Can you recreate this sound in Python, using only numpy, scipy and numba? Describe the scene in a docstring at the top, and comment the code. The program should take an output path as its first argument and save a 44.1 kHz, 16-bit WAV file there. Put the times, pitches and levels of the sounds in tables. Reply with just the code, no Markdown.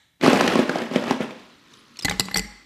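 """Ice scooped into a glass

A scoop digs through a plastic bin of ice cubes below a counter, is lifted, and tips cubes into a hand-held glass.
Knocks are skidding contacts, short noise bursts that excite decaying partials of cube, bin wall, glass or counter.
The churn and the shifting in the scoop are dense random sprays of damped sines, coloured by a spectrum.
The counter thuds into the microphone stand, a thin whistle wavers, and a bare hall rings on as decaying noise.
"""
import sys
import numpy as np
from scipy import signal
from scipy.fft import rfft, irfft
from scipy.io import wavfile
from scipy.ndimage import uniform_filter1d
from numba import njit

SR = 44100
rng = np.random.default_rng(int(sys.argv[2]) if len(sys.argv) > 2 else 0)


def master_out(mix):
    """Clip the mix to full scale and print it as 16-bit PCM to the path in sys.argv[1]."""
    frames = np.transpose(np.atleast_2d(mix))
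    ceiling = np.clip(frames, -1, 1)
    pcm = np.round(ceiling * 32767).astype(np.int16)
    wavfile.write(sys.argv[1], SR, pcm)


def ratio_of_db(decibels):
    """Turn decibels (scalar or array-like) into linear amplitude factors; 0 dB maps to 1."""
    return 10 ** (np.asarray(decibels, float) / 20)


N = 116865
LEAD = SR // 2  # samples computed before time 0, so that earlier sound can ring into the start


def on_log(hz, table):
    """Logarithmic frequency scale: reads a (frequency [Hz], value) table on a log axis."""
    table = np.array(table)
    return np.interp(np.log(np.maximum(hz, 1)), np.log(table[:, 0]), table[:, 1])


def unit(x):
    """Normalisation: scales a signal to rms 1."""
    return x / np.sqrt(np.mean(x ** 2))


def tint(x, table):
    """Linear filtering: applies a (frequency [Hz], gain [dB]) table to the spectrum."""
    hz = np.fft.rfftfreq(len(x), 1 / SR)
    return irfft(rfft(x) * ratio_of_db(on_log(hz, table)), len(x))


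def envelope(t, s, db):
    """Amplitude envelope: level [dB] interpolated over time [s], near silence outside the table."""
    return ratio_of_db(np.interp(t, s, db, left=-120, right=-120))


def place(out, s, db, y):
    """Superposition: adds a sound at a time [s] with a peak level [dB]."""
    i = LEAD + int(s * SR)
    y = y[:len(out) - i]
    out[i:i + len(y)] += y * ratio_of_db(db) / np.abs(y).max()


def contact(length_s):
    """Frictional contact: a short rattle of tiny impacts that swells and dies."""
    t = np.arange(SR // 40) / SR
    impacts = rng.standard_normal(len(t)) * rng.exponential(size=len(t))
    x = impacts * np.exp(-(t / length_s) ** 2) * np.minimum(t / 0.00072, 1)
    return x / np.sqrt(np.sum(x ** 2))


def ring(modes, chance, detune=0.015):
    """Modal decay: damped partials, weighted and tuned a little differently at every blow."""
    t = np.arange(SR // 4) / SR
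    scatter_db = 3
    y = np.zeros(len(t))
    for (hz, db, t60), c, k in zip(modes, chance, np.roll(chance, 1)):
        decay = np.exp(-np.log(1000) * t / max(t60, .003))
        y += ratio_of_db(db + scatter_db * c) * np.sin(2 * np.pi * hz * (1 + detune * k) * t) * decay
    return y


def clack(push, hz, crack_db, top_hz, chance):
    """Impact radiation of a cube: three heavily damped partials and a broadband crack."""
    partials = [(hz, 0, .008), (1.51 * hz, -6, .005), (0.615 * hz, -10, .006)]  # (Hz, dB, t60 s)
    y = signal.fftconvolve(push, ring(partials, chance, detune=0.029))
    band = signal.butter(3, [.4 * hz, min(top_hz, 15000)], "band", fs=SR)
    y[:len(push)] += ratio_of_db(crack_db) * signal.lfilter(*band, push)
    return y


@njit
def grains(n, start, hz, cycles, size):
    """Damped oscillation: each grain is a rotating phasor that decays over a number of cycles."""
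    y = np.zeros(n)
    for k in range(len(start)):
        step = np.exp(2j * np.pi * hz[k] / SR - hz[k] / (cycles * SR))
        z = size[k] + 0j
        for i in range(start[k], min(n, start[k] + int(6 * cycles * SR / hz[k]))):
            y[i] += z.imag
            z *= step
    return y


def rattle(per_s, scatter_db, cycles, tilt_db):
    """Poisson process: random knocks, each six grains spread over 6 ms; tilt in dB per octave."""
    n, knocks = LEAD + N, 8000
    gaps = rng.exponential(size=(knocks, 1))
    strength = np.minimum(rng.exponential(size=(knocks, 1)), 3)
    delay, pitch = rng.random((2, knocks, 6))
    start = (np.cumsum(gaps)[:, None] / per_s + .006 * delay) * SR
    hz = 100 * 150 ** pitch  # 100 Hz to 15 kHz, even per octave
    size = ratio_of_db(scatter_db * strength + tilt_db * np.log2(hz / 700))
    keep = start < n
    return grains(n, start[keep].astype(np.int64), hz[keep], 1. 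* cycles, size[keep])


# churn of cubes in the bin: (time [s], level before a common trim [dB])
CHURN_LEVEL = [(0.196, -60), (.212, -40), (0.237, -13), (.3, -15), (.42, -19.5), (0.597, -20),
               (0.669, -31.5), (.72, -27.5), (0.789, -26.5), (.84, -30), (0.901, -41), (.92, -30),
               (.96, -23), (1.02, -30.5), (1.12, -23.5), (1.189, -43.5), (1.216, -20.5), (1.269, -40),
               (1.299, -40), (1.42, -52)]
# spectral weighting of the churning knocks: (frequency [Hz], gain [dB])
CHURN_COLOUR = [(53, -20.5), (100, -22.5), (229, -1.5), (499, -6.5), (977, -10.5), (1090, -11.5),
                (2710, -14.5), (13500, -39), (16000, -64)]


def bin_churn(t):
    """Stochastic superposition: the scoop churns the cubes into a dense stream of knocks."""
    s, db = np.array(CHURN_LEVEL).T
    knocks = rattle(per_s=2000, scatter_db=3, cycles=4.3, tilt_db=5)
    return unit(tint(knocks, CHURN_COLOUR)) * envelope(t, s, db) * ratio_of_db(-2.5)


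# loud knocks in the bin: (time [s], peak level [dB], cube pitch [Hz], gain of wall boom [dB])
BIN_BLOWS = [(0.211, -19, 2280, -17), (0.234, -5, 1060, 20), (0.261, -2, 1190, -10.5),
             (0.279, 3.5, 1320, 4), (0.331, -0.5, 740, -18), (0.357, -8.5, 2770, -15),
             (0.372, -4, 725, -16.5), (0.408, -2.5, 1140, -27), (0.44, -7.5, 2700, 1.5),
             (0.477, -4.5, 2090, -17), (0.555, -1.5, 1136, -5), (0.5904, 1, 1720, 1),
             (0.693, -5, 1540, -9.5), (0.756, -9.5, 710, -10.5), (0.784, -21, 3000, -13),
             (0.818, -13, 1810, -7), (0.912, -13, 1040, 3), (0.935, -19, 2900, -10), (0.959, 0, 2150, -2),
             (1.038, -12.5, 1080, -9), (1.079, -16.5, 1110, -12), (1.108, -3.5, 1060, -8),
             (1.204, -8, 754, 8), (1.243, -17, 2690, 7), (1.307, -23, 2450, -7)]
# modes of the bin walls: (frequency [Hz], level [dB], t60 [s])
BIN_MODES = [(234.7, -16.5, 0.25), (268.7, 2, 0.05), (379, 2, 0.04), (506, 4, 0.034), (612, 6.5, 0.031),
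             (1040, -10, 0.14), (2200, -25, 0.011)]


def bin_knocks(t):
    """Forced modal vibration: single cubes knock the walls, which radiate no deep bass."""
    out = np.zeros(len(t))
    for s, db, hz, boom_db in BIN_BLOWS:
        push = contact(0.0053)
        chance = rng.standard_normal(len(BIN_MODES))
        pulse = np.hanning(len(push))[::12] / 40  # a smooth push of about 2 ms
        boom = signal.fftconvolve(pulse, np.pad(ring(BIN_MODES, chance), (0, len(push))))
        y = clack(push, hz, 8.5, 5000, chance)
        place(out, s, db, y + ratio_of_db(boom_db) * boom[:len(y)])
    return signal.sosfilt(signal.butter(4, 190, "high", fs=SR, output="sos"), out)


# cubes striking the glass and each other: (time [s], peak level of clack [dB], cube pitch [Hz],
# glass ring relative to clack before a common 1 dB lift [dB], counter thud relative to clack [dB])
GLASS_BLOWS = [(2.0469, -11.5, 4630, -2, -3.5), (2.0521, -10, 4000, -40, -11),
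               (2.082, -10.5, 1790, -27, -17), (2.0954, -13, 3940, -12.5, -8.5),
               (2.1101, -13.5, 2200, -6, -10), (2.1211, -22, 2100, -28, -3), (2.1386, -32.5, 1250, -30, 8),
               (2.1517, -43, 2000, -22, -20), (2.1745, -45, 4840, -12, 5), (2.1961, -2, 4900, -16, -16.5),
               (2.2043, -8.5, 4800, -35, -10), (2.2547, -28.5, 4700, -28, -1.5),
               (2.2836, -21, 1380, -40, -13), (2.3118, -25, 1930, -6, -7),
               (2.3425, -10.5, 4530, -11.5, -14.5), (2.3574, -14, 2160, -1, -42),
               (2.3625, -10.5, 4680, -29.5, -11), (2.37, -5, 5670, -40, -15.5),
               (2.3802, -17.5, 5280, -1, -12), (2.393, -12, 4800, -33, -11), (2.446, -30.5, 2130, -32, -1)]
# modes of the glass: (frequency [Hz], level before softening by the cube [dB], t60 [s])
GLASS_MODES = [(825, -6, 0.08), (2010, 0, 0.09), (2080, -2, 0.09), (4490, 0, 0.03), (4840, -7, 0.04),
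               (5537, -2, .025), (7630, 3, 0.028), (7360, -9, 0.05), (11420, 0, 0.045), (12920, -2, 0.032)]
# modes of counter and stand: (frequency [Hz], level [dB], t60 [s])
COUNTER_MODES = [(50.8, -4.5, 0.5), (124, -6, 0.13), (187.7, 6, 0.27), (205.1, 0.5, 0.33),
                 (289, 5.5, 0.063), (370, 2.5, 0.035), (437.4, 5.5, 0.079)]


def glass(t):
    """Modal excitation: each cube clacks, rings the glass while in contact and jolts the counter."""
    clinks, bells, thuds = np.zeros((3, len(t)))
    soft_db_per_octave = 7  # ring lost above the cube's own pitch
    for s, db, hz, ring_db, thud_db in GLASS_BLOWS:
        push = contact(0.0048)
        chance = rng.standard_normal(len(GLASS_MODES))
        modes = [(f, g - soft_db_per_octave * max(np.log2(f / hz), 0), t60) for f, g, t60 in GLASS_MODES]
        bell = signal.fftconvolve(push, ring(modes, chance, detune=0.0068))
        jolt = ring(COUNTER_MODES, chance[::-1], detune=.02)
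        thud = signal.fftconvolve(np.hanning(90), jolt) * np.sign(chance[0])
        place(clinks, s, db, clack(push, hz, 6, 2.2 * hz, chance))
        place(bells, s, db + ring_db + 1, bell)
        place(thuds, s + 0.0016, db + thud_db, thud)
    return clinks, bells, thuds


# wet cubes shifting in the lifted scoop: (time [s], level [dB])
SHIFT_LEVEL = [(1.25, -70.5), (1.4, -50), (1.601, -55.5), (1.75, -51), (1.93, -55.5), (2.02, -49),
               (2.1, -41), (2.65, -57.5)]
# spectral weighting of the shifting: (frequency [Hz], gain [dB])
SHIFT_SPECTRUM = [(24, -28), (40, -14.5), (159, -16), (237, -2.5), (715, -19.5), (1070, -5.5), (2380, -6),
                  (4130, -2), (10700, -19.5), (16000, -25)]
# two clinks before the start, heard only by their echo, then cubes clicking in the metal scoop: (time [s], peak
# level [dB], cube pitch [Hz])
SCOOP_CLICKS = [(-.16, -13.5, 2050), (-.12, -14.5, 4100), (1.736, -36.5, 3800), (1.7707, -43, 3500),
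                (1.958, -37, 2870), (1.9694, -28.5, 4340), (1.9894, -21.5, 4980), (1.995, -23.5, 4130),
                (2.0091, -27, 3820), (2.0226, -25, 5100), (2.029, -24, 4900)]


def scoop(t):
    """Granular friction: wet cubes shift as a faint rattle and single ones click; two clinks before the start
    leave only their echo."""
    s, db = np.array(SHIFT_LEVEL).T
    knocks = rattle(per_s=2400, scatter_db=1.3, cycles=8.2, tilt_db=2.2)
    out = unit(tint(knocks, SHIFT_SPECTRUM)) * envelope(t, s, db)
    for s, db, hz in SCOOP_CLICKS:
        place(out, s, db, clack(contact(.005), hz, 7.6, 1.75 * hz, rng.standard_normal(3)))
    return out


# thin, broken whistle: (time [s], centre frequency [Hz], mean level [dB])
HIGH_WHISTLE = [(1.71, 10100, -80), (1.82, 10900, -74), (1.95, 10800, -79)]
# lower whistle that joins it: (time [s], centre frequency [Hz], mean level [dB])
LOWER_WHISTLE = [(1.8, 5600, -74), (1.95, 6200, -73)]


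def whistles(t):
    """Frequency and amplitude modulation: slow noise wavers the pitch and breaks up the level."""
    out = np.zeros(len(t))
    for table in (HIGH_WHISTLE, LOWER_WHISTLE):
        s, hz, db = np.array(table).T
        waver = unit(uniform_filter1d(rng.standard_normal(len(t)), size=150))
        breaks = unit(uniform_filter1d(rng.standard_normal(len(t)), size=700))
        pitch = np.interp(t, s, hz) * (1 + .025 * waver)
        tone = np.sin(2 * np.pi * np.cumsum(pitch) / SR)
        out += envelope(t, s, db) * ratio_of_db(6 * breaks) * tone
    return out


# decay of the hall: (frequency [Hz], t60 [s])
HALL_DECAY = [(200, 0.59), (2000, 0.81), (7000, 0.7), (14000, 0.31)]


def hall():
    """Diffuse reverberation: an impulse response of noise whose bands die at their own rates."""
    f, s, z = signal.stft(rng.standard_normal(SR), SR, nperseg=256)
    decay_db = -60 * s / on_log(f, HALL_DECAY)[:, None]
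    h = signal.istft(z * ratio_of_db(decay_db), SR, nperseg=256)[1]
    rise_s = 0.0018
    h *= np.clip(np.arange(len(h)) / (rise_s * SR), 0, 1) ** 2
    return h / np.sqrt(np.sum(h ** 2))


# spectrum of the background air: (frequency [Hz], relative level per Hz [dB])
AIR_SPECTRUM = [(15, -32), (25, -4.5), (180, -1.5), (451, -18), (14400, -26), (16000, -52)]


def air(t):
    """Stationary coloured noise: a steady, faint background at -69 dB rms."""
    return ratio_of_db(-69) * unit(tint(rng.standard_normal(len(t)), AIR_SPECTRUM))


def scene():
    """Mid/side superposition: nearly mono, with a mostly treble side of echo and delayed mid."""
    t = (np.arange(LEAD + N) - LEAD) / SR
    ice = bin_churn(t) + bin_knocks(t)
    clinks, bells, thuds = glass(t)
    lifted = scoop(t) + whistles(t)
    # the thuds reach the stand through the counter and excite no hall
    send = ratio_of_db(-8.5) * ice + ratio_of_db(-19) * (clinks + lifted) + ratio_of_db(-11.5) * bells
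    echo = signal.fftconvolve(send, hall())[:len(t)]
    side_echo = signal.fftconvolve(send, hall())[:len(t)]
    mid = ice + clinks + bells + thuds + lifted + echo + air(t)
    # side weighting (frequency [Hz], gain [dB])
    side_gain = [(100, -45), (500, -40), (2000, -21), (6000, -16.5), (14000, -11.0)]
    side = tint(ratio_of_db(-7.5) * side_echo + ratio_of_db(-8.5) * np.roll(mid, 20), side_gain)
    return np.array([mid + side, mid - side])[:, LEAD:]


def roll_off(x):
    """The treble ends steeply here."""
    return signal.sosfilt(signal.butter(12, 16470, fs=SR, output="sos"), x)


def record(dry):
    """Band limitation: the microphone chain cuts the deep bass and the top."""
    top_cut = signal.ellip(8, .2, 60, 15300, fs=SR, output="sos")
    bass_cut = signal.butter(4, 40, "high", fs=SR, output="sos")
    mix = signal.sosfilt(bass_cut, signal.sosfilt(top_cut, dry))
    return roll_off(mix)


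dry = scene()
out = record(dry)
master_out(out)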